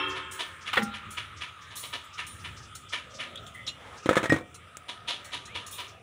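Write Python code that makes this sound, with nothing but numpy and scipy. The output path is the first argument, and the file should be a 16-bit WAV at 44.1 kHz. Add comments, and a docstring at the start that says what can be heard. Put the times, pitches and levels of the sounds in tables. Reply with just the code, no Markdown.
"""A workshop yard heard from beside a car wheel: far machinery washes and hums over low rumble, all of it
filtered noise. A panel is hammered some way off, about four blows a second, as bursts of echoing noise.
Small steel tools clink on ringing modes, dry snaps are noise clicks, and a struck sheet dies away in beating sines.
A pad knocks home in a flurry of bounces, then a handful of parts drops into a box, each knock ringing its modes.
A small microphone feeds both channels, which differ only by a trace."""
import sys
import numpy as np
from scipy import signal
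from scipy.fft import rfft, irfft, next_fast_len
from scipy.io import wavfile

SR = 44100
rng = np.random.default_rng(int(sys.argv[2]) if len(sys.argv) > 2 else 0)


def store_pcm(level_fs):
    """Save levels as 16-bit WAV."""
    pcm = np.round(np.clip(level_fs, -1, 1) * 32767).astype(np.int16)
    wavfile.write(sys.argv[1], SR, np.atleast_2d(pcm).T)


def volts(x):
    """Linear amplitude factor 10**(x/20) for a level x in dB, scalar or array-like."""
    e = np.asarray(x, float) / 20
    return 10 ** e


N = 265526
TIME = np.arange(N) / SR


def noise(length):
    """White noise."""
    return rng.standard_normal(length)


def level_rms(x):
    """Scale to rms 1."""
    return x / np.sqrt(np.mean(x ** 2))


def unit(x):
    """Scale to peak 1."""
    return x / np.abs(x).max()


def colour(x, table, tilt=0):
    """Shape a signal's spectrum by (frequency [Hz], level [dB]) points; rms 1."""
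    hz, db = np.transpose(table)
    size = next_fast_len(len(x))
    log_hz = np.log(np.maximum(np.arange(size // 2 + 1) * SR / size, 1))
    gain = volts(np.interp(log_hz, np.log(hz), db + tilt))
    return level_rms(irfft(rfft(x, size) * gain, size)[:len(x)])


def resonate(x, peaks):
    """Sum of band resonances (frequency [Hz], width [Hz], level [dB]); rms 1."""
    return level_rms(sum(volts(db) * signal.lfilter(*signal.iirpeak(hz, hz / width, SR), x)
                         for hz, width, db in peaks))


def curve(table):
    """Join (time [s], level [dB]) rows by straight lines."""
    return np.interp(TIME, *np.transpose(table))


def walk(rate):
    """Random levels at 'rate' a second, joined by straight lines."""
    steps = noise(200)
    return np.interp(TIME * rate, np.arange(len(steps)), steps)


def ringing(modes, seconds):
    """One decaying sine a row, from (frequency [Hz], level [dB], t60 [s])."""
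    hz, db, t60 = np.transpose(modes)[:, :, None]
    t = np.arange(int(seconds * SR)) / SR
    return volts(db - 60 * t / t60) * np.sin(2 * np.pi * hz * t)


def add(out, s, sound):
    """Mix a sound in at time s."""
    i = int(s * SR)
    out[i:i + len(sound)] += sound[:N - i]


# low rumble, perhaps an idling engine, before its throb: (time [s], level [dB])
RUMBLE_LEVEL = [(0, -49.5), (.55, -56.5), (.9, -52), (2.1, -58), (2.35, -50), (2.8, -52.5), (3.3, -58),
                (3.6, -51.5), (4.1, -59), (4.56, -56.5), (5.0, -57.5), (5.5, -55.5), (6.02, -58)]


def rumble():
    """A narrow low resonance of noise whose level throbs at random."""
    low = resonate(noise(N), [(88.8, 35.4, 0)])
    return low * volts(curve(RUMBLE_LEVEL) + 2.5 * walk(14))


def machine_hum(wash_db):
    """A narrow band of noise that keeps a set distance below the level of the machinery wash."""
    return resonate(noise(N), [(1235, 11, 0)]) * volts(wash_db - 9.5)


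# far machinery, the middle of the wash: (time [s], level [dB])
MACHINERY_LEVEL = [(0, -34), (.3, -48), (.55, -52.5), (.9, -43), (1.36, -45.5), (1.9, -47), (2.3, -47),
                   (2.75, -49.5), (2.95, -54), (3.3, -46), (3.55, -52), (4.0, -50), (4.2, -38.5),
                   (4.42, -59), (4.56, -50.5), (4.8, -50.5), (5.5, -47), (5.9, -49.5), (6.02, -59.5)]
# dull low part of the wash, fuller from midway: (time [s], level [dB])
MURK_LEVEL = [(0, -66.5), (1.4, -64.5), (1.9, -66.5), (2.8, -72), (2.95, -57.5), (3.3, -50.5), (3.6, -62.5),
              (4.0, -57), (4.56, -62.5), (5.25, -56), (6.02, -58.5)]
# tone of the wash inside its three parts: (frequency [Hz], level [dB per Hz])
MACHINERY_COLOUR = [(30, 39), (98, 0), (270, -13), (580, -3.5), (840, -10.5), (1090, -9), (1270, 7.5),
                    (1490, -5.5), (3540, -4), (4600, -23.5), (7000, -26.5), (9400, -28), (12500, -30),
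                    (15800, -36)]


def yard():
    """Far machinery: noise in narrow bands, each swelling and flickering alone, with its hum."""
    wash_db = curve(MACHINERY_LEVEL)
    hiss_db = -61.5 + 0.21 * (wash_db - wash_db.mean())  # the treble follows a share of the swings
    wash = rfft(colour(noise(N), MACHINERY_COLOUR))
    octave = np.log2(np.maximum(np.arange(len(wash)) * SR / N, 1))
    out = machine_hum(wash_db)
    parts = ((150, 800, curve(MURK_LEVEL)), (800, 4500, wash_db), (4500, 16000, hiss_db))
    for low_hz, high_hz, db in parts:
        edges = np.linspace(np.log2(low_hz), np.log2(high_hz), 9)
        part = np.zeros(N)
        for low, high in zip(edges, edges[1:]):
            band = irfft(wash * (octave >= low) * (octave < high), N)
            part += band * volts(3.2 * walk(16) + 2 * walk(4))  # quick flicker and slow swell
        out += part / part.std() * volts(db)
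    return out


# modes of a sheet struck just before: (frequency [Hz], level [dB], t60 [s])
SHEET_MODES = [(297, -1.5, 0.7), (376, -4, 1.24), (435, -13.5, 1.3), (533, -10, 1.5), (898, -9.5, 1.95),
               (1064, -2, 1.7), (1160, -22, 1.3), (1276, 0.5, 1.6), (1420, 1.5, 1.1), (1660, -9.5, 2.9),
               (1784, -5, 2.3), (2190, -10.5, 3.8), (2270, -4, 0.81), (2664, 4, 0.95), (3185, 2.5, 1.2),
               (3190, 4, 0.5), (5380, -7, 0.29)]


def sheet():
    """Each mode is five close neighbours, so it beats as it dies; a duller wash dies far more slowly."""
    t = TIME[:int(1.5 * SR)]
    wash_colour = [(150, -38), (300, 1.0), (700, -19), (1300, 11), (3400, 0), (4500, -53)]
    sound = colour(noise(len(t)), wash_colour) * volts(-44.0 - 60 * t / 8.4)
    shares = (0.82, 0.6, 0.17, 0.54, 0.44)
    splits = (0, 0.011, -0.021, 0.0095, -0.032)  # detuning as a fraction of the mode
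    chance = rng.uniform(0, 2 * np.pi, (len(SHEET_MODES), 5))
    for (hz, db, t60), phases in zip(SHEET_MODES, chance):
        cluster = sum(share * np.sin(2 * np.pi * hz * (1 + split) * t + phase)
                      for share, split, phase in zip(shares, splits, phases))
        sound += volts(-36.5 + db - 60 * t / t60) * cluster
    return np.pad(sound, (0, N - len(t)))


# short swishes, many just ahead of a blow: (time [s], peak level [dB])
SWISH_HITS = [(0.099, -33), (0.613, -37.5), (0.821, -31.5), (1.369, -36), (1.616, -42), (2.134, -35),
              (2.395, -40.5), (2.569, -36.5), (2.626, -38), (2.891, -33), (3.103, -41.5), (3.144, -34),
              (3.973, -35.5), (4.032, -39), (5.879, -39)]


def swishes():
    """Brief high hiss of dragging steel: noise through the same resonance twice."""
    out, t = np.zeros(N), np.arange(int(0.3 * SR)) / SR
    band = [(5380, 2160, 0)]
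    rise_s, fade_s = 0.015, 0.047
    shape = np.minimum(t / rise_s, 1) * np.exp(-(t / fade_s) ** 2)
    for s, db in SWISH_HITS:
        hiss = resonate(resonate(noise(len(t)), band), band)
        add(out, s - rise_s / 2, volts(db) * unit(hiss * shape))
    return out


# distant blows: (time of the loudest moment [s], level [dB], brightness from 1.8 to 3.7 kHz [dB], rise [s])
HAMMER_BLOWS = [(0.17, -35.5, 0, 0.026), (0.41, -29.5, 7, .028), (0.684, -32.5, -9.5, .035),
                (0.95, -36, -12, 0.022), (1.183, -31.5, -10.5, 0.021), (1.423, -32.5, -10, 0.021),
                (1.717, -44, 7, 0.019), (1.843, -36.5, 12.5, 0.019), (1.942, -31, 4, 0.02),
                (2.196, -31, -11.5, 0.024), (2.458, -36, -10.5, 0.025), (2.942, -28.5, -9, 0.026),
                (3.213, -31.5, -11, 0.032), (4.894, -34, 8, .016), (5.095, -25.5, 14, 0.026),
                (5.342, -31.5, 9, 0.03), (5.562, -32, 4.5, 0.022), (5.802, -33.5, 5, 0.034)]
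# tone of the panel before each blow's tilt: (frequency [Hz], level [dB per Hz])
PANEL_COLOUR = [(120, -66), (250, -6.5), (400, -5.5), (750, -4.5), (850, -16.5), (950, -6), (1240, -4.5),
                (2400, 2), (3800, 0), (4700, -5), (6500, -12), (8000, -20), (9800, -14.5), (15800, -36)]
# resonances of the panel: (frequency [Hz], width [Hz], level [dB])
PANEL_RESONANCES = [(967, 49, 10), (1225, 90, 1.5), (1773, 12, 7.5), (2325, 87, -9), (2730, 110, -23.5),
                    (2966, 110, -1), (3350, 120, -3), (3570, 19, -4.5)]


def hammer():
    """Far off, each blow arrives as a crowd of echoes: a rounded rise, a quick fall, a longer tail."""
    out, t = np.zeros(N), np.arange(int(0.5 * SR)) / SR
    hz = np.array(PANEL_COLOUR)[:, 0]
    for s, db, bright_db, rise in HAMMER_BLOWS:
        echoes = noise(len(t)) * volts(5.05 * noise(len(t)))
        clumps_db = 1.5 * np.interp(t / 0.002, np.arange(len(t)), noise(len(t)))  # 2 ms clumps
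        echoes *= volts(clumps_db)
        # a dull blow also loses bass, a bright one also wins treble
        ends_db = [0.95 * min(bright_db, 0), -bright_db / 2, bright_db / 2, 0.27 * bright_db]
        tilt = np.interp(np.log(hz), np.log([895, 1780, 3700, 5370]), ends_db)
        ring = 0.44 * resonate(echoes, PANEL_RESONANCES)
        body = colour(echoes / echoes.std() + ring, PANEL_COLOUR, tilt)
        after = np.maximum(t - rise, 0)
        fall = volts(-60 * after / 0.2) + volts(-11.5 - 60 * after / 0.5)
        shape = np.sin(np.pi / 2 * np.minimum(t / rise, 1)) ** 2 * fall
        add(out, s - rise, volts(db) * body * shape)
    return out


def squeak():
    """A thin sine that glides up, fast at first, between soft edges."""
    start_s, length_s, edge_s = 5.47, 0.155, 0.018
    low_hz, top_hz, bend_s = 1780, 3120, 0.11
    t = np.maximum(TIME - start_s, 0)
    hz = top_hz - (top_hz - low_hz) * np.exp(-t / bend_s)
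    gain = np.clip(np.minimum(t, length_s - t) / edge_s, 0, 1)
    return np.sqrt(2) * volts(-50) * gain * np.sin(2 * np.pi * np.cumsum(hz) / SR)


def scuff():
    """A low uneven drag of resonant noise before the parts drop."""
    start_s, length_s = 3.72, 0.34
    drag = np.sin(np.pi * np.clip((TIME - start_s) / length_s, 0, 1))
    return drag * resonate(noise(N), [(910, 700, 0)]) * volts(-49.5 + 3.2 * walk(30))


# dry snaps: (time [s], peak level [dB])
SNAP_HITS = [(3.358, -32), (4.77, -17)]
# tone of a snap: (frequency [Hz], level [dB per Hz])
SNAP_COLOUR = [(200, -19), (400, -1), (2500, -5), (4000, -16), (7000, 4), (10000, -2), (15500, -10)]


def snaps():
    """Broad noise clicks that hardly ring: a sharp fall and a faint longer one."""
    out, t = np.zeros(N), TIME[:int(0.1 * SR)]
    fall = np.exp(-t / 0.0017) + 0.13 * np.exp(-t / 0.011)
    for s, db in SNAP_HITS:
        add(out, s, volts(db) * unit(colour(noise(len(t)), SNAP_COLOUR) * fall))
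    return out


# steel tools: (time [s], level [dB], loudest region [Hz], rattle [s], t60 of the jingle [s])
TOOL_CLINKS = [(0.081, -42.5, 10900, 0.013, .3), (0.312, -30, 9700, 0.024, 1),
               (0.831, -27.5, 12900, 0.0023, 0.041), (1.106, -32.5, 9600, 0.019, 0.46),
               (1.756, -24.5, 11100, 0.051, 0.4), (1.768, -33, 3920, 0.0087, 0.25),
               (2.037, -45.5, 10900, 0.013, 0.14), (2.267, -32, 8400, 0.0075, 1),
               (2.752, -28.5, 7300, 0.0055, 0.29), (3.357, -33, 3500, 0.0023, .05),
               (3.375, -31.5, 3660, 0.0034, 0.06), (3.464, -37, 3370, 0.0076, 0.11),
               (3.465, -41, 6700, 0.0067, 0.26), (3.541, -45, 8550, 0.014, 0.67),
               (3.548, -38.5, 2050, 0.044, 0.93), (3.667, -27.5, 4650, 0.013, 0.14),
               (3.676, -21, 3780, 0.0077, 0.064), (3.677, -34.5, 7000, 0.0064, 0.14),
               (3.69, -34, 2760, 0.0068, 0.19), (4.544, -36, 6400, 0.0077, 0.12),
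               (5.246, -36, 7700, 0.01, 0.49), (5.455, -35.5, 5900, .0071, 0.19),
               (5.665, -31, 7060, .012, 0.25), (5.711, -28.5, 11900, 0.04, 0.26),
               (5.727, -39, 3620, 0.032, .3)]
# modes of the steel before each clink's scatter: (frequency [Hz], level [dB], t60 [s])
STEEL_MODES = [(2050, 0, .1), (2880, -2, .12), (3400, 0, .06), (3730, 0, .06), (4060, 0, .07),
               (4380, -2, .12), (5580, -2, .07), (5850, -3, .06), (6315, -2, .06), (6790, 0, .06),
               (7150, 0, .06), (7400, -2, .06), (7810, 0, .08), (8690, 0, .1), (9110, 0, .06),
               (9490, 0, .07), (9830, 0, .06), (10180, 0, .06), (10660, 0, .08), (11590, 2, .07),
               (12890, 2, .07), (14140, 2, .07), (15130, 0, .06)]
# higher clinks reach a wider region: (frequency [Hz], reach [octaves])
CLINK_REACH = [(2000, 0.14), (3600, 0.091), (4500, 0.45), (8000, 1)]


def clinks():
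    """A short rattle of contacts and its jingling tail keep exciting the steel modes near the struck region."""
    out, t = np.zeros(N), np.arange(int(0.5 * SR)) / SR
    hz = np.array(STEEL_MODES)[:, 0]
    modes = ringing(STEEL_MODES, 0.25)
    chance = rng.standard_normal((len(TOOL_CLINKS), len(hz)))
    for (s, db, centre_hz, rattle, t60), scatter in zip(TOOL_CLINKS, chance):
        spread = np.interp(centre_hz, *np.transpose(CLINK_REACH))
        reach = np.exp(-0.5 * (np.log2(hz / centre_hz) / spread) ** 2)
        grit = noise(len(t)) * volts(1.07 * noise(len(t)))
        contacts = grit * np.sqrt(t / rattle) * np.exp(-t / rattle)
        jingle = contacts + 0.27 * grit * volts(-60 * t / t60)
        struck = (reach * volts(4 * scatter)) @ modes
        ring = signal.fftconvolve(jingle, struck)[:len(t)]
        # the tick itself is broad noise over the same region
        region = [(centre_hz * 2 ** (k * spread), -5 * k * k) for k in range(-4, 5)]
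        tick = unit(colour(jingle, region))
        add(out, s - 0.001, volts(db) * (volts(-1) * unit(ring) + tick))
    return out


SEATED_S = 0.773  # the pad is home
# hollow wheel arch, the lowest tone blooming last: (frequency [Hz], level [dB], t60 [s], bloom [s])
ARCH_TONES = [(449, -16.5, 0.11, 0.0071), (341, -36, 0.33, 0.035), (255.5, -29, 0.26, 0.018),
              (215, -30.5, 0.52, 0.0083), (118, -24, 0.22, 0.055), (806, -32, 0.47, 0.013)]


def arch():
    """The hollow arch answers the pad late: sines that swell, waver and die."""
    out, t = np.zeros(N), TIME[:int(0.6 * SR)]
    bend = 0.0039 * np.exp(-t / 0.0076)  # the pitch starts high and drops quickly
    for hz, db, t60, bloom in ARCH_TONES:
        waver_db = 6.6 * walk(48)[:len(t)]
        swell = (1 - np.exp(-t / bloom)) ** 2 * volts(db - 60 * t / t60 + waver_db)
        add(out, SEATED_S, swell * np.sin(2 * np.pi * hz * (t - bend)))
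    return out


# the pad chatters into its clip: (time [s], peak level of the ring [dB])
PAD_BOUNCES = [(0.731, -28), (0.733, -30), (0.737, -32), (0.741, -39), (0.757, -42), (0.769, -20),
               (0.7717, -9), (0.774, -7.5), (0.7767, -10), (.7782, -7), (0.782, -10), (.787, -17),
               (.794, -20), (0.803, -39), (0.812, -32), (0.821, -18.5)]
# modes of the caliper before each bounce's scatter: (frequency [Hz], level [dB], t60 [s])
CALIPER_MODES = [(1380, -19.5, 0.96), (1180, -34, .04), (1310, -15, 0.11), (1490, 4.5, 0.044),
                 (1640, -15, 0.022), (1870, 12.5, 0.018), (2010, 5, 0.024), (2720, -24, 0.042),
                 (3360, 3.5, 0.037)]
# tone of the scrape: (frequency [Hz], level [dB per Hz])
SCRAPE_COLOUR = [(500, -31), (900, 0), (2700, 1.5), (4400, -8.5), (6000, -19.5), (10000, -21.5),
                 (15500, -20)]


def seat():
    """Quick bounces of the pad ring the caliper modes and scrape alike, the scrape fading once it is home."""
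    out, modes, t = np.zeros(N), ringing(CALIPER_MODES, 0.5), TIME[:2000]
    chance = rng.standard_normal((len(PAD_BOUNCES), len(CALIPER_MODES)))
    for (s, db), scatter in zip(PAD_BOUNCES, chance):
        ring = np.convolve(volts(3.0 * scatter) @ modes, np.hanning(13))  # a soft contact
        add(out, s, volts(db) * unit(ring))
        scrape_db = -18.5 - 250 * max(s - SEATED_S, 0)  # fades 250 dB a second
        scrape = colour(noise(len(t)), SCRAPE_COLOUR) * np.exp(-t / 0.01)
        add(out, s, volts(scrape_db) * unit(scrape))
    return out


# strikes on a steel rod: (time [s], peak level [dB])
ROD_STRIKES = [(4.09, -30), (4.256, -29), (4.301, -12), (4.305, -46)]
# modes of the rod: (frequency [Hz], level [dB], t60 [s])
ROD_MODES = [(1882, 8.5, 0.22), (1950, -37, .12), (2330, -14.5, 0.5), (2380, -21, 0.46), (720, -21.5, 0.83),
             (2440, -8, 0.074), (5170, -5, 0.069), (7800, -7.5, 0.09)]


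def rod():
    """A steel rod rings its modes under a very short contact."""
    out = np.zeros(N)
    ring = unit(np.convolve(ringing(ROD_MODES, 0.29).sum(axis=0), np.hanning(7)))
    for s, db in ROD_STRIKES:
        add(out, s, volts(db) * ring)
    return out


# near knocks on the box: (time [s], thud peak [dB], contact [ms], rattle peak [dB])
BOX_KNOCKS = [(4.059, -16.5, 1.77, -21), (4.065, -27, 0.63, -46), (4.091, -3.5, 0.7, -12.5),
              (4.096, -43, 0.69, -26), (4.11, -10.5, 1, -22), (4.116, -42, .35, -32),
              (4.13, -14, 0.39, -14.5), (4.156, -38, 0.18, -12), (4.168, -7.5, 0.84, -12),
              (4.174, -7, 0.28, -16), (4.198, -48, .8, -47), (4.215, -44, 0.52, -30),
              (4.23, -23.5, 1.8, -20), (4.240, -15, 0.55, -16.5), (4.257, -14, 0.38, -20),
              (4.296, -19, 2.9, -18), (4.301, -32.5, .26, -34), (4.322, -7.5, 1.58, -11.5),
              (4.329, -12.5, 1.2, -28), (4.34, -17, 3.23, -23), (4.362, -28, 1.1, -21.5),
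              (4.384, -34, 1.3, -28), (4.41, -30, 0.71, -37)]
# modes of the box before each knock's scatter: (frequency [Hz], level [dB], t60 [s])
BOX_MODES = [(92, 4.5, 0.078), (144, 9, 0.086), (205, 2, 0.069), (313, 15, 0.029), (396, 7, 0.03),
             (508, 16, 0.037), (640, 1.5, 0.057), (1020, 0, 0.014), (1286, 4, 0.046), (1670, -20, 0.044),
             (1710, 4, 0.03), (2180, -18, 0.037), (3500, -33, .03)]
# tone of the loose bits: (frequency [Hz], level [dB per Hz])
RATTLE_COLOUR = [(290, -42), (500, -21), (960, 4.5), (2200, 1.5), (2870, -7), (3470, -2), (4800, -13.5),
                 (6800, -12), (9100, -17), (15800, -23)]


def clatter():
    """Each part pushes the box with a half-sine, whose change drives the modes; loose bits rattle after it."""
    out, modes = np.zeros(N), ringing(BOX_MODES, 0.35)
    t = np.arange(modes.shape[1]) / SR
    chance = rng.standard_normal((len(BOX_KNOCKS), len(BOX_MODES)))
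    for (s, thud_db, contact_ms, rattle_db), scatter in zip(BOX_KNOCKS, chance):
        push = np.sin(np.pi * np.clip(t[:200] * 1000 / contact_ms, 0, 1))
        thud = np.convolve(volts(3.8 * scatter) @ modes, np.diff(push))[:len(t)]
        grit = noise(len(t)) * volts(3.2 * noise(len(t)))
        bits = colour(grit, RATTLE_COLOUR) * np.exp(-t / 0.013)
        add(out, s, volts(thud_db) * unit(thud) + volts(rattle_db) * unit(bits))
    return out


# what the walls return: (frequency [Hz], level [dB])
WALL_COLOUR = [(60, 4), (400, 7.5), (2000, 0.5), (5000, -9), (15000, 5)]


def room(x):
    """Walls and car body return a decaying cloud of echoes."""
    t = TIME[:int(0.8 * SR)]
    t60_s, build_s = 0.3, 0.02
    echoes = colour(noise(len(t)), WALL_COLOUR) * volts(-60 * t / t60_s) * np.minimum(t / build_s, 1)
    echoes /= np.sqrt(np.sum(echoes ** 2))
    return volts(-15.5) * signal.fftconvolve(x, echoes)[:N]


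# tone of the trace by which the channels differ: (frequency [Hz], level [dB])
TRACE_COLOUR = [(30, -4), (80, -3), (150, 12), (1200, 15.5), (2500, 12), (5000, 21.5), (9000, 2),
                (14000, 26)]


def scene():
    """Mix background, hits and their room echoes; a faint recoloured copy sets the channels apart."""
    far = hammer() + swishes()
    near = squeak() + scuff() + snaps() + clinks() + arch() + seat() + rod() + clatter()
    hits = far + near
    mid = rumble() + yard() + sheet() + hits + room(hits)
    side = colour(np.roll(mid, 40), TRACE_COLOUR) * volts(-32) * mid.std()
    return np.array([mid + side, mid - side])


def roll_off(x):
    """The treble ends steeply here."""
    return signal.sosfilt(signal.butter(12, 16640, fs=SR, output="sos"), x)


# response of the microphone before its bass cut: (frequency [Hz], level [dB])
MICROPHONE_RESPONSE = [(20, 5), (4000, -1.5), (4700, -6), (6500, -2), (10000, -1.5), (11500, -11.5),
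                       (13000, -17.5), (15200, -1), (15750, -10), (15950, -70)]


def record(dry):
    """A small microphone: uneven treble, then a bass cut below 70 Hz."""
    heard = np.array([colour(channel, MICROPHONE_RESPONSE) * 0.81 * channel.std() for channel in dry])
    bass_cut = signal.butter(2, 70, "high", fs=SR, output="sos")
    heard = signal.sosfilt(bass_cut, heard)
    return roll_off(heard)


dry = scene()
out = record(dry)
store_pcm(out)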